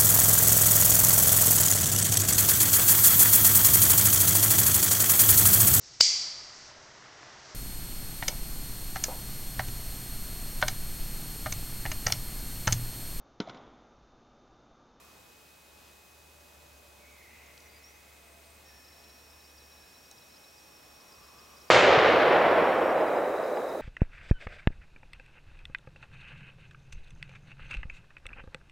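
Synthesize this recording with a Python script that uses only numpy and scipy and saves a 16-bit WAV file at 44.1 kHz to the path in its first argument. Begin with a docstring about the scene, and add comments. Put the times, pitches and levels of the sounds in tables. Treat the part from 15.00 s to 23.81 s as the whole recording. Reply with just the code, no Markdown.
"""First comes the hush of a forest track in damp, still air, with a low hum and a camera's thin whine.
Faint howls and bird cries carry from afar while the camera's lens motors whirr, squeak and tick.
At 6.7 s one gunshot sounds some way down the track: a pressure jump with a steep shock front.
Nearby trees scatter it as a bright crash, then thousands of trunks return it as a long roll
that loses its treble by absorption in the air."""
import sys
import numpy as np
from scipy import signal
from scipy.fft import rfft, irfft, next_fast_len
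from scipy.io import wavfile

SR = 44100
rng = np.random.default_rng(int(sys.argv[2]) if len(sys.argv) > 2 else 0)


def bounce(signal):
    """Save signal as a 16-bit WAV file at the path given by the first command-line argument."""
    frames = np.transpose(np.atleast_2d(signal))
    limited = np.clip(frames, -1, 1)
    pcm = np.round(limited * 32767).astype(np.int16)
    wavfile.write(sys.argv[1], SR, pcm)


N = 388521
T = np.arange(N) / SR
SHOT_S = 6.702


def undb(db):
    """Decibels to amplitude ratio."""
    return 10 ** (np.asarray(db) / 20)

def unit(x):
    """Normalisation to rms 1."""
    return x / np.sqrt(np.mean(x ** 2))

def at_hz(rows, hz, column=1):
    """Interpolation of a table column on a log-frequency axis."""
    rows = np.array(rows, float)
    return np.interp(np.log(np.maximum(hz, 1)), np.log(rows[:, 0]), rows[:, column])

def colour(x, rows):
    """Spectral shaping by (frequency [Hz], relative level [dB]) points, at rms 1."""
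    size = next_fast_len(x.shape[-1], real=True)
    gain = undb(at_hz(rows, np.fft.rfftfreq(size, 1 / SR)))
    return unit(irfft(rfft(x, size) * gain, size)[..., :x.shape[-1]])

def band(x, lo_hz, hi_hz, order=2):
    """Causal band-pass filtering."""
    return signal.sosfilt(signal.butter(order, [lo_hz, hi_hz], "band", fs=SR, output="sos"), x + 1e-18)

def walk(per_s):
    """Random fluctuation: normal draws joined by straight lines."""
    return np.interp(T * per_s, np.arange(4096), rng.standard_normal(4096))

def gate(start_s, end_s, attack_s, release_s):
    """Trapezoidal envelope: rise, hold and fall."""
    return np.clip((T - start_s) / attack_s, 0, 1) * np.clip(1 - (T - end_s) / release_s, 0, 1)

def swell(s, half_s):
    """Bell-shaped envelope, 1 at time s."""
    return np.exp(-np.minimum(((T - s) / half_s) ** 2, 60))

def sine(hz, rms):
    """Frequency modulation: phase integrates pitch while the tone sounds."""
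    out, on = np.zeros(N), rms > 0
    out[on] = np.sqrt(2) * np.sin(2 * np.pi * np.cumsum(hz[on]) / SR) * rms[on]
    return out

def ports(mid, side, side_db):
    """Mid-side stereo: two close microphone ports receive nearly the same pressure."""
    return mid + undb(side_db) * side * np.array([[1], [-1]])

def add(out, s, x):
    """Superposition of x on out from time s."""
    i = int(s * SR)
    out[i:i + len(x)] += x[:N - i]

def trunks(per_s):
    """Random scattering: echoes arrive from scattered trunks, each with its own strength."""
    return (rng.random(N) < per_s / SR) * rng.standard_normal(N)


def background(hush_db=-59, hiss_db=-61, after_db=3.5, rise_s=0.49):
    """Broadband noise with two soft rushes; the steady background is slightly louder after the shot."""
    # spectrum of the hush: (frequency [Hz], relative level [dB])
    hush_spectrum = [(20, -39), (45, 1), (70, 2.5), (120, 1), (250, 1), (500, 2), (800, 0), (1200, -2),
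                     (1700, -5.5), (3600, -9), (6500, -10.5), (9000, -17), (15500, -40)]
    # soft rushes: (peak time [s], half length [s], level [dB], lift of the hush [dB])
    rushes = [(0, 0.23, -66, 1.1), (6.42, 0.46, -63.5, 2.5)]
    noise = rng.standard_normal((5, N))
    after = after_db * np.clip((T - SHOT_S) / rise_s, 0, 1)
    lift = sum(lift_db * swell(s, half_s) for s, half_s, _, lift_db in rushes)
    side = band(noise[1], 300, 6100, order=1)  # long waves reach both ports alike
    hush = colour(ports(noise[0], side, -1.8), hush_spectrum)
    hush *= undb(hush_db + lift + after + 0.5 * walk(4.92))
    hiss = ports(noise[2], noise[3], -26) * undb(hiss_db + after)
    rush_gain = sum(undb(db) * swell(s, half_s) for s, half_s, db, _ in rushes)
    return hush + hiss + unit(band(noise[4], 1017, 1250)) * rush_gain

def low_hum(hz=72, gain_db=-1.3):
    """Random modulation makes a low tone waver in pitch and level."""
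    # envelope of the hum: (time [s], relative level [dB])
    hum_levels = [(0, -68.5), (.9, -69), (1.4, -64), (3.5, -63.5), (4.7, -63.5), (5.2, -74), (6.6, -68)]
    level_db = np.interp(T, *np.transpose(hum_levels))
    return sine(hz + 1.57 * walk(8), undb(gain_db + level_db + 2 * walk(12)))

def camera_whine():
    """Superposed pure tones form the camera's steady whine."""
    # partials: (frequency [Hz], level [dB])
    partials = [(842, -76.5), (2524.3, -67.5), (7499, -80)]
    return sum(np.sqrt(2) * undb(db) * np.sin(2 * np.pi * hz * T) for hz, db in partials)

def lens_motors(frame_hz=50, gear_turn_s=0.48, gear_peak_s=3.67, barrel_hz=5500, barrel_half_hz=460):
    """Forced vibration: the body whirrs; steppers sing at their step rate, lifted by barrel resonance."""
    # resonances of the camera body: (frequency [Hz], bandwidth [Hz], level [dB])
    body_modes = [(3830, 500, -75.5), (6470, 500, -82)]
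    # motor runs: (start [s], end [s], first step rate [Hz], last step rate [Hz],
    # base level [dB], hunting depth [Hz])
    runs = [(2.6, 2.68, 5900, 5780, -74, 30), (2.69, 2.79, 4700, 4800, -66, 25),
            (2.82, 2.92, 5280, 5900, -68, 90), (2.92, 3.16, 5900, 7750, -73.5, 80),
            (3.16, 3.57, 8480, 8480, -71, 45), (3.65, 7.93, 5480, 5480, -70.5, 85),
            (7.94, 8.81, 3820, 3820, -60.5, 135)]
    frame_cycle = np.sin(2 * np.pi * frame_hz * T)
    frame_index = (T * frame_hz).astype(int)
    speed_reset = rng.standard_normal(1000)[frame_index]  # speed is reset on every picture frame
    hurrying = rng.random(1000)[frame_index] < 0.05  # on some frames the zoom hurries to catch up
    wobble_hz = 22 * speed_reset + 25 * walk(400)
    gear_hz = 50 * np.cos(2 * np.pi * (T - gear_peak_s) / gear_turn_s)  # one speed swing per turn
    throb_db = 2.2 * frame_cycle + 2 * walk(90)
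    ragged_db = 4.5 * (np.clip(speed_reset, -2, 1) - 0.2)  # brief runs never settle
    out = np.zeros(N)
    for hz, width_hz, db in body_modes:
        whirr = band(rng.standard_normal(N), hz - width_hz / 2, hz + width_hz / 2, order=1)
        out += unit(whirr) * undb(db + throb_db)
    for start, end, first_hz, last_hz, db, hunt_hz in runs:
        long_zoom, brief = end - start > 1, end - start < 0.5
        step_hz = np.interp(T, [start, end], [first_hz, last_hz]) + (gear_hz + 197 * hurrying) * long_zoom
        barrel_db = 6 / (1 + ((step_hz - barrel_hz) / barrel_half_hz) ** 2)
        gain = undb(db + barrel_db + throb_db + ragged_db * brief) * gate(start, end, 0.0073, 0.0073)
        out += sine(step_hz + hunt_hz * np.tanh(3 * frame_cycle) + wobble_hz, gain)
    return out

def rustle(s=0.85, db=-65, half_s=0.11):
    """Amplitude-modulated noise gives a brief, faint rustle, as of a sleeve."""
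    noise = unit(band(rng.standard_normal(N), 900, 4500, order=1))
    return noise * undb(db + 2 * walk(60)) * swell(s, half_s)

def far_calls(t60_s=7.9, sag_per_s=0.029):
    """Reverberation in the wood blurs howls and bird cries; hoarser calls flutter faster in pitch."""
    # animal calls: (start [s], length [s], pitch [Hz], relative level [dB], hoarseness [Hz])
    calls = [(1.13, 1, 591, -70, 20.8), (1.98, 0.16, 2230, -60.5, 95), (2.13, 0.22, 2075, -58.5, 90),
             (2.26, .18, 2520, -62, 350), (3.141, 0.34, 672, -69.5, 20), (3.6, 0.22, 1770, -67, 35),
             (4.665, .2, 1680, -70, 35)]
    voices = np.zeros(N)
    for s, length_s, hz, db, hoarse_hz in calls:
        pitch_hz = hz * (1 - sag_per_s * (T - s - length_s / 2))
        flutter_hz = hoarse_hz * walk(min(2.5 * hoarse_hz, 450))
        envelope = gate(s, s + length_s, attack_s=0.055, release_s=0.11)
        voices += sine(pitch_hz + flutter_hz, undb(db) * envelope)
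    t = T[:4 * SR]
    responses = rng.standard_normal((2, len(t))) * undb(-60 * t / t60_s)
    mid, side = (signal.fftconvolve(voices, wood / np.linalg.norm(wood))[:N] for wood in responses)
    return undb(-3) * voices + undb(-0.5) * ports(mid, side, -8)

def lens_squeaks(scatter_hz=100, scatter_db=2.5, slur_hz_per_s=11000):
    """Linear chirps: the lens drive squeaks at irregular moments, each squeak slurring downward."""
    # spells of squeaking: (start [s], end [s], pitch [Hz], rate [1/s], typical peak level [dB])
    spells = [(1.4, 2.6, 6400, 5, -63), (3.9, 5.5, 3950, 15, -60.5), (3.7, 5.6, 4950, 9, -59.5),
              (6.0, 8.75, 5000, 15, -57.5)]
    out, t = np.zeros(N), T[:900]
    for start, end, hz, per_s, db in spells:
        for s, (late, high, loud) in zip(np.arange(start, end, 1 / per_s), rng.standard_normal((64, 3))):
            pitch_hz = hz + scatter_hz * high - slur_hz_per_s * (t - t.mean())
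            squeak = np.hanning(len(t)) * np.sin(2 * np.pi * np.cumsum(pitch_hz) / SR)
            onset_s = np.clip(s + 0.5 * late / per_s, start, end)
            add(out, onset_s, undb(db + scatter_db * loud) * squeak)
    return out

def lens_ticks(decay_s=0.0026):
    """Damped transients: each tick in the lens is narrow-band noise that decays exponentially."""
    # ticks: (time [s], peak level [dB], frequency [Hz])
    ticks = [(2.5769, -41, 4690), (2.603, -47, 4960), (5.1126, -40.5, 7200)]
    out, t = np.zeros(N), T[:900]
    for s, db, hz in ticks:
        tick = band(rng.standard_normal(len(t)) * np.exp(-t / decay_s), hz * 0.8, hz * 1.06, order=1)
        add(out, s, tick * undb(db) / np.abs(tick).max())
    return out

def blasts(push_s=0.00045, sharp_s=0.0003, spread_s=0.0065, growth_s=0.076):
    """A blast wave is a pressure jump, then suction; multipath spreading smears its later echoes."""
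    # the direct blast and its strong echoes: (time [s], peak level [dB], treble edge [Hz])
    arrivals = [(6.702, -1, 2600), (6.7037, -7.5, 2200), (6.7102, -5.5, 5000), (6.716, -6.5, 1470),
                (6.7491, -10, 4500), (6.763, -12, 3000), (6.971, -22.5, 263), (7.022, -16, 1500),
                (7.329, -12.5, 990), (7.368, -18, 1000), (7.612, -17, 706), (7.887, -27, 700),
                (8.572, -22.5, 1390)]
    out, t = np.zeros(N), T[:2048]
    wave = (1 - t / push_s) * np.exp(-t / push_s)
    for s, db, top_hz in arrivals:
        smear_s = sharp_s + spread_s * (1 - np.exp(-(s - SHOT_S) / growth_s))
        paths = 0.23 * rng.standard_normal(len(t)) * np.exp(-t / smear_s)
        paths[0] = 2  # the shortest path is the strongest
        pulse = band(np.convolve(wave, paths)[:len(t)], min(330, top_hz / 3), top_hz)
        pulse = band(pulse, 48, 7000, order=4)  # air absorbs the highest treble
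        add(out, s, pulse * undb(db) / np.abs(pulse).max())
    return out

def crack(s=6.7021, gain_db=-29.5, decay_s=0.0014):
    """The steep shock front of the direct blast has a broad spectrum: one bright snap."""
    out, t = np.zeros(N), T[:200]
    snap = band(rng.standard_normal(len(t)), 2000, 14600, order=1) * np.exp(-t / decay_s)
    add(out, s, undb(gain_db) * snap)
    return out

def near_scatter(db=-18, t60_s=0.65, build_s=0.0021):
    """Early reflections from the trunks and twigs beside the track merge into a bright, dense crash."""
    # spectrum of the scatter: (frequency [Hz], relative level [dB])
    scatter_spectrum = [(30, -50), (110, 2.5), (250, -5), (550, -1), (1000, 0.5), (2000, 2.5), (3200, -2.5),
                        (5200, -12.5), (7200, -15.5), (10000, -36), (15000, -61)]
    age = np.maximum(T - SHOT_S, 0)
    mid, side = (colour(trunks(20000), scatter_spectrum) for _ in range(2))
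    crash = ports(mid, band(side, 400, 15000, order=1), -15)
    return crash * undb(db - 60 * age / t60_s) * (1 - np.exp(-age / build_s))

def roll(gain_db=-19.5, build_s=0.018, hold_s=0.77, bend_s=0.19, fade_db_per_s=9.5):
    """Absorption by air and soft ground: later echoes travel further, each band fading at its own rate."""
    # forest echoes: (frequency [Hz], initial relative level [dB], extra loss [dB/s])
    forest = [(30, -46, 0), (69, -16, 7.5), (110, -15.5, 9.5), (160, -13.5, 4.5), (218, -15, -0.5),
              (334, -6, 1), (530, 1.5, -0.1), (680, -0.5, 1.4), (910, -4.5, 3), (1870, -7.5, 6.5),
              (3130, -12, 15.5), (5080, -23, 21.5), (7260, -33.5, 40), (10000, -62, 40), (15000, -75, 40)]
    size = 2 ** 17
    age, hz = T[:size], np.maximum(np.fft.rfftfreq(size, 1 / SR), 1)
    echoes = np.array([colour(trunks(15000)[:size], forest) for _ in range(2)])
    midrange_rms = band(echoes[0], 300, 1000, order=4).std()
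    spectra = rfft(echoes / midrange_rms)
    out = np.zeros((2, size))
    for centre_hz in 2 ** np.arange(5, 14.5, 0.5):
        half_octave = np.maximum(1 - 2 * np.abs(np.log2(hz / centre_hz)), 0)
        mid, side = irfft(spectra * half_octave)
        side_db = at_hz([(100, -42), (500, -18), (4000, -12)], centre_hz)
        lean_db = (170 < centre_hz < 800) * np.array([[-0.5], [0.5]])  # the roll's body lies to the right
        loss_db = at_hz(forest, centre_hz, column=2) * age
        out += ports(mid, side, side_db) * undb(lean_db - loss_db)
    # the roll holds its level for a while, then bends into a steady fade
    fade_db = fade_db_per_s * bend_s * np.logaddexp(0, (age - hold_s) / bend_s)
    stands_db = 0.5 * walk(30)[:size]  # thick and thin stands of trees
    out *= undb(gain_db - fade_db + stands_db) * (1 - np.exp(-age / build_s))
    return np.pad(out, ((0, 0), (int(SHOT_S * SR), 0)))[:, :N]

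def scene():
    """Superposition of the quiet wood, the camera's noises and the shot with its echoes."""
    quiet = background() + low_hum() + camera_whine() + lens_motors() + rustle() + far_calls()
    return quiet + lens_squeaks() + lens_ticks() + blasts() + crack() + near_scatter() + roll()

def record(dry):
    """Soft saturation flattens only the highest peaks; a steep low-pass limits the bandwidth."""
    ceiling, top_hz = 0.78, 15800
    rounded = dry / (1 + (dry / ceiling) ** 8) ** (1 / 8)
    return signal.sosfilt(signal.ellip(8, 0.2, 70, top_hz, fs=SR, output="sos"), rounded)


dry = scene()
out = record(dry)
bounce(out)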